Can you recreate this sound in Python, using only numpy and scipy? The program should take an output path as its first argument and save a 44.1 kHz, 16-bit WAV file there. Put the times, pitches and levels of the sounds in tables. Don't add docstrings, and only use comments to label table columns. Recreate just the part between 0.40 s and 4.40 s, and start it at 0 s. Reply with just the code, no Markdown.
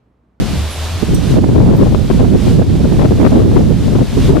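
import sys
import numpy as np
from scipy import signal
from scipy.fft import rfft, irfft
from scipy.io import wavfile
from scipy.ndimage import uniform_filter1d

SR = 44100
rng = np.random.default_rng(int(sys.argv[2]) if len(sys.argv) > 2 else 0)


def to_wav(sig):
    pcm = np.clip(np.atleast_2d(sig), -1, 1) * 32767
    pcm = np.round(pcm).astype(np.int16)
    wavfile.write(sys.argv[1], SR, pcm.T)


N = 176400
T = np.arange(N) / SR

# time in seconds, rumble level in dB.
LEFT_GUSTS = [(0.0, -10), (0.2, -21), (0.32, -34.5), (0.66, -23), (0.72, -7.5), (0.84, -23), (0.92, -6),
              (1.06, -13.5), (1.2, -4.5), (1.38, -10), (1.54, -7.5), (1.58, -20), (1.75, -11), (1.96, -11),
              (2.0, -21), (2.08, -8.5), (2.16, -11), (2.55, -12), (2.59, -5.5), (2.71, -10), (3.23, -8.5),
              (3.37, -16.5), (3.47, -7.5), (3.61, -11), (3.67, -16), (3.89, -5.5), (4.0, -17)]
RIGHT_GUSTS = [(0.0, -11), (0.02, -9.5), (0.06, -31), (0.14, -13), (0.34, -36), (0.66, -21.5), (0.7, -7.5),
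               (0.9, -10.5), (1.3, -6.5), (1.48, -10.5), (1.64, -7.5), (1.68, -16), (1.76, -5), (2.0, -8.5),
               (2.22, -4.5), (2.25, -22), (2.29, -7), (2.87, -11), (3.33, -6.5), (3.49, -15), (3.61, -5.5),
               (3.67, -23.5), (3.79, -9), (3.93, -8), (4.0, -13.5)]
# middle in seconds, length in seconds,
# relative thud level in dB, relative swirl level in dB, port ("L" for left, "R" for right).
BUFFET_HITS = [(.025, .04, -18.5, -41, "L"), (0.631, 0.015, -2.5, -48, "R"), (.688, .01, -13.5, -40, "L"),
               (.738, .024, -13.5, -34, "L"), (.925, .05, -10, -27, "L"), (.978, .034, -3.5, -14.5, "R"),
               (1.041, .016, -7, -11.5, "R"), (1.093, .014, -4.5, -22, "L"), (1.112, 0.0058, -4, -28, "R"),
               (1.148, 0.0083, -12, -23, "R"), (1.158, .012, 2.5, -9, "L"), (1.184, .012, -2, -16, "L"),
               (1.205, .04, -12, -21, "R"), (1.222, .032, -6, -14.5, "L"), (1.28, .045, -7.5, -16.5, "R"),
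               (1.32, .06, -6.5, -17.5, "L"), (1.35, .02, -10, -19, "R"), (1.412, .045, -2.5, -15, "L"),
               (1.43, .016, -3, -17, "R"), (1.468, .025, -9, -15.5, "L"), (1.525, .01, -5.5, -20, "L"),
               (1.551, .011, -5.5, -10.5, "L"), (1.59, .012, -7, -24, "R"), (1.707, .013, -1, -8, "L"),
               (1.738, .016, -11, -32, "R"), (1.808, .022, -7.5, -10.5, "L"), (1.835, .04, -7.5, -15, "R"),
               (1.935, .05, -6, -30, "R"), (1.953, .014, -3.5, -28, "L"), (2.076, .012, -4.5, -15.5, "L"),
               (2.13, .04, -13, -30, "R"), (2.188, .028, -8, -20, "L"), (2.219, .011, -12, -12, "R"),
               (2.406, .014, -6.5, -19, "R"), (2.449, .014, -3, -14, "L"), (2.535, .045, -7, -23.5, "R"),
               (2.613, .04, -8.5, -11, "L"), (2.654, .016, -0.5, -7.5, "L"), (2.65, .016, -5, -30, "R"),
               (2.714, .012, -4, -16, "L"), (2.724, .014, -2, -32, "R"), (2.82, .048, -4, -13, "R"),
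               (2.851, 0.013, 1, -6, "L"), (2.868, 0.011, 2, -4.5, "L"), (2.926, .012, -3, -13.5, "R"),
               (2.96, .03, -3, -17, "R"), (2.975, .1, -6.5, -17, "L"), (3.055, .085, -8.5, -25, "R"),
               (3.111, .012, -9.5, -16, "L"), (3.14, .02, -7.5, -18.5, "R"), (3.17, 0.02, 2, -14, "L"),
               (3.2, .018, -9, -18, "R"), (3.214, .012, -9, -17, "L"), (3.314, .018, -7, -23, "R"),
               (3.48, .014, -10, -15.5, "L"), (3.53, .012, -6.5, -19, "L"), (3.559, .016, -6, -14, "L"),
               (3.593, .012, -8, -14, "R"), (3.618, .022, -2.5, -22, "L"), (3.78, .024, -4.5, -29, "R"),
               (3.9, .016, -2, -13.5, "L"), (3.922, .035, -6.5, -20, "R"), (3.967, .034, -6, -13, "L")]
# frequency in Hz, relative level in dB.
RUMBLE_TONE = [(12, -32), (25, -8), (45, -2.5), (85, -0.5), (150, -1.5), (250, -7), (400, -16),
               (700, -28.5), (1400, -52), (4000, -97)]
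THUD_TONE = [(60, -13.5), (150, -1), (270, 1), (420, -5.5), (620, -15.5), (1000, -39), (3000, -85)]
SWIRL_TONE = [(200, -13), (450, -0.5), (620, 6), (800, -3), (1200, -14.5), (1800, -21), (3500, -36),
              (9000, -80)]
LEAF_TONE = [(40, 13), (90, 8), (200, 0.5), (600, 4), (1100, 0), (2000, -3.5), (3600, -1.5), (6000, -7.5),
             (10000, -11), (13000, -14), (15000, -26)]
CAMERA_HISS_TONE = [(1000, 8), (9000, 2), (13000, -9), (15000, -18)]
# time in seconds, relative level in dB.
HEARD_HISS_LEVELS = [(0, -33.5), (.6, -31.5), (.8, -36.5), (.91, -33), (.97, -36.5), (1.0, -41.5),
                     (1.16, -39.5), (1.32, -40), (1.75, -36), (1.87, -39), (2.1, -34), (2.24, -40.5),
                     (2.6, -38), (3.2, -38), (3.35, -39), (3.65, -37.5), (3.87, -31), (3.94, -37.5),
                     (4, -35.5)]
# time in seconds, pitch in Hz, level in dB.
HUM_PATH = [(0, 70.5, -37), (.17, 69, -21), (.23, 71.5, -20), (.32, 76.3, -32), (.45, 81.1, -22.5),
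            (.57, 83, -19), (.65, 78.8, -17), (.72, 79.5, -33)]
# start in seconds, relative level in dB, which fitting (0, 1 or 2).
CLINK_TAPS = [(.303, -31, 0), (.739, -31, 1), (1.36, -45, 2)]
# pitch in Hz, relative level in dB, seconds to fade by 60 dB.
FITTING_TONES = [
    [(7680, -13, .4), (10900, 2.5, 0.29)],
    [(5800, -4, .4), (7140, -9, 0.17), (8140, 1, .17), (8660, 2, .13), (12280, -5, .12), (13970, -6, .1),
     (14910, -9, .1)],
    [(11130, -2, 0.37), (13630, 6, 0.2), (14000, -6, .3)],
]


def wind(gusts, port):
    split_hz, flutter_db = 303, 4.7
    rumble = steady(noise(RUMBLE_TONE), seconds=.035) * undb(curve(gusts))
    bass = filtered(rumble, split_hz, "low")
    bass = filtered(bass[::-1], split_hz, "low")[::-1]
    flutter = steady(undb(flutter_db * wobble(per_second=130)), seconds=.035)
    return bass + (rumble - bass) * flutter + buffets(port, flutter)


def buffets(port, flutter):
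    thud_power, swirl_power = np.zeros((2, N))
    for middle, length, thud_db, swirl_db, side in BUFFET_HITS:
        if side == port:
            span = slice(*np.searchsorted(T, [middle - 2 * length, middle + 2 * length]))
            burst = 1 / (1 + np.abs(2 * (T[span] - middle) / length) ** 8)
            thud_power[span] += undb(thud_db) ** 2 * burst
            swirl_power[span] += undb(swirl_db) ** 2 * burst
    eddy = steady(noise(THUD_TONE), seconds=.012)
    drag = np.abs(signal.hilbert(eddy)) ** 1.2
    crackle = steady(noise(SWIRL_TONE) * flutter * drag, seconds=.012)
    thuds = filtered(eddy * np.sqrt(thud_power), 560, "low", order=4)
    swirls = crackle * np.sqrt(swirl_power)
    return thuds * undb(-1.5) + swirls * undb(-2.5)


def trees():
    port_gap_m, sound_m_per_s, side_share = 0.014, 343, 0.53
    half_waves = 2 * np.fft.rfftfreq(N, 1 / SR) * port_gap_m / sound_m_per_s
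    alike = 0.93 * ((1 - side_share) * np.sinc(half_waves) + side_share * np.cos(np.pi * half_waves))
    common = irfft(rfft(noise(LEAF_TONE)) * np.sqrt((1 + alike) / 2), N)
    opposed = irfft(rfft(noise(LEAF_TONE)) * np.sqrt((1 - alike) / 2), N)
    level = undb(curve(HEARD_HISS_LEVELS) + 5.5 + 0.81 * wobble(per_second=10))
    return np.array([common + opposed, (common - opposed) * undb(0.62)]) * level


def hum():
    hz = curve(HUM_PATH) * (1 + 0.043 * wobble(per_second=22))
    level = undb(curve(HUM_PATH, column=2) + 3.5 * wobble(per_second=19))
    return np.sqrt(2) * np.sin(2 * np.pi * np.cumsum(hz) / SR) * level


def clinks():
    attack_s, ring_s, rattle_db = 0.0065, .4, 5
    pan_db = np.array([[-2.5], [2.5]])
    phase = np.array([[-np.pi / 2], [0]])
    rattle = wobble(per_second=300)
    out = np.zeros((2, N))
    for start, tap_db, fitting in CLINK_TAPS:
        span = slice(*np.searchsorted(T, [start, start + ring_s]))
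        age = T[span] - start
        for hz, tone_db, fade_s in FITTING_TONES[fitting]:
            ring = np.minimum(age / attack_s, 1) * np.exp(-np.log(1000) * age / fade_s)
            level = undb(tap_db + tone_db + pan_db + rattle_db * ring * rattle[span])
            out[:, span] += level * ring * np.sin(2 * np.pi * hz * age + phase)
    return out


def undb(db):
    return np.exp(np.asarray(db) * np.log(10) / 20)


def curve(rows, column=1):
    rows = np.array(rows)
    return np.interp(T, rows[:, 0], rows[:, column])


def noise(tone):
    hz, db = np.array(tone).T
    freqs = np.maximum(np.fft.rfftfreq(N, 1 / SR), 1)
    gain = undb(np.interp(np.log(freqs), np.log(hz), db))
    shaped = irfft(rfft(rng.standard_normal(N)) * gain, N)
    return shaped / shaped.std()


def wobble(per_second):
    step = max(int(SR / per_second), 1)
    glide = uniform_filter1d(rng.standard_normal(N)[np.arange(N) // step], step)
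    return glide / glide.std()


def steady(x, seconds):
    width = int(seconds * SR)
    power = uniform_filter1d(uniform_filter1d(x ** 2, width), width)
    return x / np.sqrt(power)


def filtered(x, hz, kind, order=2):
    return signal.sosfilt(signal.butter(order, hz, kind, fs=SR, output="sos"), x)


def scene():
    ports = np.array([wind(LEFT_GUSTS, "L"), wind(RIGHT_GUSTS, "R")])
    shared = 0.26 * filtered(ports[::-1] - ports, 40, "low", order=1)
    return ports + shared + trees() + hum() + clinks()


def record(dry):
    clip_level, clip_hardness = .99, 16
    bottom_hz, top_hz = 2.4, 15200
    hissy = dry + np.array([noise(CAMERA_HISS_TONE), noise(CAMERA_HISS_TONE)]) * undb(-52)
    clipped = hissy / (0.5 + np.abs(hissy / clip_level) ** clip_hardness) ** (1 / clip_hardness)
    treble_cut = signal.ellip(8, .2, 70, top_hz, fs=SR, output="sos")
    return signal.sosfilt(treble_cut, filtered(clipped, bottom_hz, "high", order=1))


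dry = scene()
out = record(dry)
to_wav(out)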